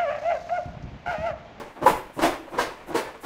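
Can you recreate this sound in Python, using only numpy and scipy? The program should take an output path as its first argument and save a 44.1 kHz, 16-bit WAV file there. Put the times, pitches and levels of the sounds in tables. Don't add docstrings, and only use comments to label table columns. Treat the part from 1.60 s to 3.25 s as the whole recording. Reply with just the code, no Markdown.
import sys
import numpy as np
from scipy import signal
from scipy.fft import rfft, irfft
from scipy.io import wavfile

SR = 44100
rng = np.random.default_rng(int(sys.argv[2]) if len(sys.argv) > 2 else 0)


def store_wav(level_fs):
    pcm = np.round(np.clip(np.atleast_2d(level_fs), -1, 1) * 32767)
    wavfile.write(sys.argv[1], SR, pcm.T.astype(np.int16))


N = 72765

# (start [s], attack [s], hold [s], thud [dB], chamber [dB], rush [dB], hiss [dB])
STROKES = [(-0.035, 0.014, 0.027, -52.5, -32.5, -42.5, -55.5),
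           (0.252, 0.017, 0.033, -42.5, -23, -31, -36.5), (0.606, 0.025, 0.032, -48, -21.5, -26, -36.5),
           (0.974, 0.019, 0.029, -46.5, -28, -28, -42), (1.338, 0.019, 0.029, -51, -25.5, -30, -40.5)]
# (start [s], attack [s], hold [s], bump [dB], rub [dB], swish [dB])
SCUFFS = [(0.155, .008, 0.036, -46.5, -43.5, -79), (0.208, 0.023, 0.016, -27.5, -28.5, -52.5),
          (0.495, 0.0023, 0.0034, -45.5, -41, -75), (0.556, 0.023, 0.027, -32, -38, -64),
          (0.586, 0.0056, 0.015, -30, -26.5, -47), (0.858, 0.015, 0.013, -58, -42.5, -76),
          (0.895, 0.056, 0.052, -35, -35, -57), (1.255, 0.048, 0.03, -36.5, -37, -58),
          (1.620, 0.035, .020, -37.5, -30, -47)]
# (start [s], attack [s], hold [s], centre [Hz], level [dB])
SLIDES = [(0.226, 0.029, .02, 10500, -47.5), (0.265, .015, 0.019, 13000, -40),
          (0.362, 0.0077, 0.013, 10800, -52), (0.522, 0.029, 0.074, 8900, -56),
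          (0.881, 0.026, 0.058, 9700, -63.5), (1.261, .018, 0.021, 11400, -56.5),
          (1.600, .02, 0.042, 10300, -53.5)]
PLOPS = [(0.2546, 0.01, 500, -15, 848, -15.5, 993, -13.5, 1423, -29),
         (0.615, .024, 326, -19.5, 361.3, -28.5, 590.3, -28, 692, -22),
         (0.975, 0.014, 508, -23.5, 945, -27.5, 1034, -27.5, 1539, -29.5),
         (1.3400, 0.012, 344.9, -27, 472, -22, 688, -43.5, 962, -33.5)]
# (start [s], attack [s], hold [s], level [dB])
DRAUGHTS = [(0.0, .01, 0.054, -52), (0.295, 0.014, 0.045, -37), (0.42, 0.014, 0.036, -52),
            (0.59, .03, 0.079, -42.5), (0.88, .03, .06, -53.5), (1.22, 0.034, .10, -50)]
REFILLS = [(0.02, 0.026, 0.047, -44.5), (0.31, 0.035, 0.026, -34.5), (0.40, 0.028, 0.036, -47),
           (0.69, 0.02, 0.024, -32.5), (0.79, 0.028, 0.025, -50), (1.05, 0.026, 0.052, -42),
           (1.13, 0.028, .08, -47.5), (1.44, 0.018, 0.026, -37.5), (1.535, 0.0088, 0.012, -43.5)]
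LANDINGS = [(0.236, 0.0072, 0.0061, -32.5), (0.301, 0.006, 0.0082, -35), (0.630, 0.0054, 0.0069, -33.5),
            (1.352, .006, 0.0086, -40)]
CHUFFS = [(0.260, 0.0083, 0.012, -19), (0.627, .008, 0.0058, -21), (0.980, 0.0045, 0.024, -26),
          (1.343, 0.0062, 0.014, -31)]

# (frequency [Hz], relative density [dB])
THUD_SPECTRUM = [(15, -16), (32, -1), (60, -12), (85, -9.5), (130, -4), (200, -8.5), (350, -31), (900, -70)]
CHAMBER_SPECTRUM = [(90, -46), (180, -14.5), (270, -4.5), (335, 2), (430, 0), (520, 0), (750, -1.5),
                    (980, -4.5), (1250, -12), (2200, -16.5), (6000, -70)]
RUSH_SPECTRUM = [(200, -28), (600, -4), (1000, -3.5), (1500, -3), (2200, -6.5), (3200, -11), (4800, -13.5),
                 (7000, -19.5), (15000, -41.5)]
HISS_SPECTRUM = [(800, -23), (3000, 4), (5000, -24.5), (7000, -2.5), (10000, -2), (13000, -6.5),
                 (16000, -7)]
BACKGROUND_SPECTRUM = [(20, -0.5), (50, -4.5), (100, -9), (300, -2), (800, -10), (2000, -8), (5000, -25),
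                       (15000, -34.5)]
DRAUGHT_SPECTRUM = [(15, -1), (32, 4.5), (55, -8), (90, -15), (250, -45), (1000, -80)]
REFILL_SPECTRUM = [(50, -9), (150, -9), (260, -11.5), (400, -2.5), (700, -5.5), (950, -3.5), (1400, -11),
                   (2300, -14.5), (3800, -27.5), (8000, -35), (15000, -63)]
BUMP_SPECTRUM = [(40, -24), (100, -11), (160, -8), (240, -9.5), (305, 4.5), (380, -6.5), (490, -8),
                 (750, -15), (2500, -51)]
RUB_SPECTRUM = [(100, -44), (300, -11.5), (500, 6.5), (950, 5), (1400, -3), (2200, -10.5), (3500, -18.5),
                (6000, -36.5), (15000, -73)]
SWISH_SPECTRUM = [(1000, -27), (3000, 10), (6000, 10), (9500, 2.5), (12500, -23), (16000, -16)]
LANDING_SPECTRUM = [(40, -21), (80, -11), (125, 0), (170, 3), (230, -3), (500, -47), (2000, -80)]
CHUFF_SPECTRUM = [(200, -27), (450, -10.5), (700, -14), (900, 2), (1150, -1), (1400, -1.5), (1850, -8.5),
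                  (2300, -24.5), (5000, -37), (12000, -49)]
# (frequency [Hz], T60 [s])
ROOM_T60 = [(100, 0.52), (400, 0.41), (1000, 0.36), (3000, 0.41), (8000, 0.33), (15000, 0.39)]

TIME_S, BINS_HZ = np.arange(N) / SR, np.fft.rfftfreq(N, 1 / SR)


def amp(db):
    return 10 ** (np.asarray(db) / 20)


def unit_rms(x):
    return x / np.sqrt(np.mean(x ** 2) + 1e-20)


def lookup(table, hz):
    table_hz, values = np.transpose(table)
    return np.interp(np.log(hz + 1), np.log(table_hz + 1), values)


def coloured(x, bin_gains):
    return unit_rms(irfft(rfft(x) * bin_gains, N))


def wander(cutoff_hz):
    return coloured(rng.standard_normal(N), np.exp(-(BINS_HZ / cutoff_hz) ** 2))


def texture(spectrum, crinkle_share, crinkles_per_s=900, spread_db=3.5, flutter_db=0.5):
    sizes = amp(spread_db * np.minimum(rng.exponential(1, N), 4))
    crinkles = sizes * rng.choice([-1, 1], N) * (rng.random(N) < crinkles_per_s / SR)
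    turbulence = rng.standard_normal(N)
    drive = np.sqrt(crinkle_share) * unit_rms(crinkles) + np.sqrt(1 - crinkle_share) * turbulence
    flutter = amp(flutter_db * wander(cutoff_hz=70.5))
    return coloured(drive * flutter, amp(lookup(spectrum, BINS_HZ)))


def envelope(events, release_s, layer=0):
    power = np.zeros(N)
    for start_s, attack_s, hold_s, *levels_db in events:
        rise = np.clip((TIME_S - start_s) / attack_s, 0, 1) ** 1.18
        fall = np.exp(-np.maximum(TIME_S - start_s - attack_s - hold_s, 0) / release_s)
        power += (amp(levels_db[layer]) * rise * fall) ** 2
    return np.sqrt(power)


def pump():
    thud = texture(THUD_SPECTRUM, crinkle_share=0.3) * envelope(STROKES, release_s=0.043, layer=0)
    roar = texture(CHAMBER_SPECTRUM, crinkle_share=0.4) * envelope(STROKES, release_s=0.022, layer=1)
    rush = texture(RUSH_SPECTRUM, crinkle_share=0.11) * envelope(STROKES, release_s=0.024, layer=2)
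    hiss = texture(HISS_SPECTRUM, crinkle_share=0.1) * envelope(STROKES, release_s=0.023, layer=3)
    return thud + roar + rush + hiss


def background(level_db=-52.5):
    return amp(level_db) * texture(BACKGROUND_SPECTRUM, crinkle_share=0)


def draughts():
    return texture(DRAUGHT_SPECTRUM, crinkle_share=0) * envelope(DRAUGHTS, release_s=0.012)


def refills():
    return texture(REFILL_SPECTRUM, crinkle_share=0.53) * envelope(REFILLS, release_s=0.028)


def scuffs():
    bump = texture(BUMP_SPECTRUM, crinkle_share=0.33) * envelope(SCUFFS, release_s=0.01, layer=0)
    rub = texture(RUB_SPECTRUM, crinkle_share=0.53) * envelope(SCUFFS, release_s=0.01, layer=1)
    swish = texture(SWISH_SPECTRUM, crinkle_share=0.6) * envelope(SCUFFS, release_s=0.01, layer=2)
    return bump + rub + swish


def slides(sigma_octaves=0.63):
    out = np.zeros(N)
    for start_s, attack_s, hold_s, centre_hz, level_db in SLIDES:
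        band = np.exp(-0.5 * (np.log2((BINS_HZ + 1) / centre_hz) / sigma_octaves) ** 2)
        hiss = coloured(rng.standard_normal(N), band)
        out += hiss * envelope([(start_s, attack_s, hold_s, level_db)], release_s=0.0093)
    return out


def landings():
    return texture(LANDING_SPECTRUM, crinkle_share=0) * envelope(LANDINGS, release_s=0.0076)


def plops(mode_lag_s=0.0023, ring_db=-15, ring_s=0.054, waver_depth=0.03427):
    out = np.zeros(N)
    for start_s, swell_s, *modes in PLOPS:
        for k, (pitch_hz, level_db) in enumerate(zip(modes[::2], modes[1::2])):
            age_s = np.maximum(TIME_S - start_s - k * mode_lag_s, 0)
            progress = age_s / swell_s
            pulse = (progress * np.exp(1 - progress)) ** 3.34
            ring = amp(ring_db) * np.minimum(progress, 1) * np.exp(-age_s / ring_s)
            wavering_hz = pitch_hz * (1 + waver_depth * wander(cutoff_hz=85.9))
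            cycles = np.cumsum(wavering_hz) / SR + rng.random()
            out += amp(level_db) * (pulse + ring) * np.sqrt(2) * np.sin(2 * np.pi * cycles)
    return out


def chuffs():
    return texture(CHUFF_SPECTRUM, crinkle_share=0.26) * envelope(CHUFFS, release_s=0.006)


def room(x, send_db, delay_s=0.006, taps_per_s=3000):
    taps = rng.choice([-1., 1.], SR) * (rng.random(SR) < taps_per_s / SR)
    taps *= np.arange(SR) / SR > delay_s
    hz, age_s, bands = signal.stft(taps, SR, nperseg=256)
    decay = amp(-60 * age_s / lookup(ROOM_T60, hz)[:, None])
    _, tail = signal.istft(bands * decay, SR, nperseg=256)
    return signal.fftconvolve(amp(send_db) * x, tail / np.linalg.norm(tail))[:N]


def scene():
    rustle = pump() + scuffs() + slides() + refills()
    pops = plops() + chuffs()
    echo = room(rustle, send_db=-5) + room(pops, send_db=-8.5)
    mix = amp(-0.5) * (rustle + pops + echo) + landings() + draughts() + background()
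    return mix[None]


def record(dry):
    cutoff_hz = 15720
    lowpass = signal.firwin(511, cutoff_hz, window=("kaiser", 9), fs=SR)
    return signal.oaconvolve(dry, lowpass[None], "same")


dry = scene()
out = record(dry)
store_wav(out)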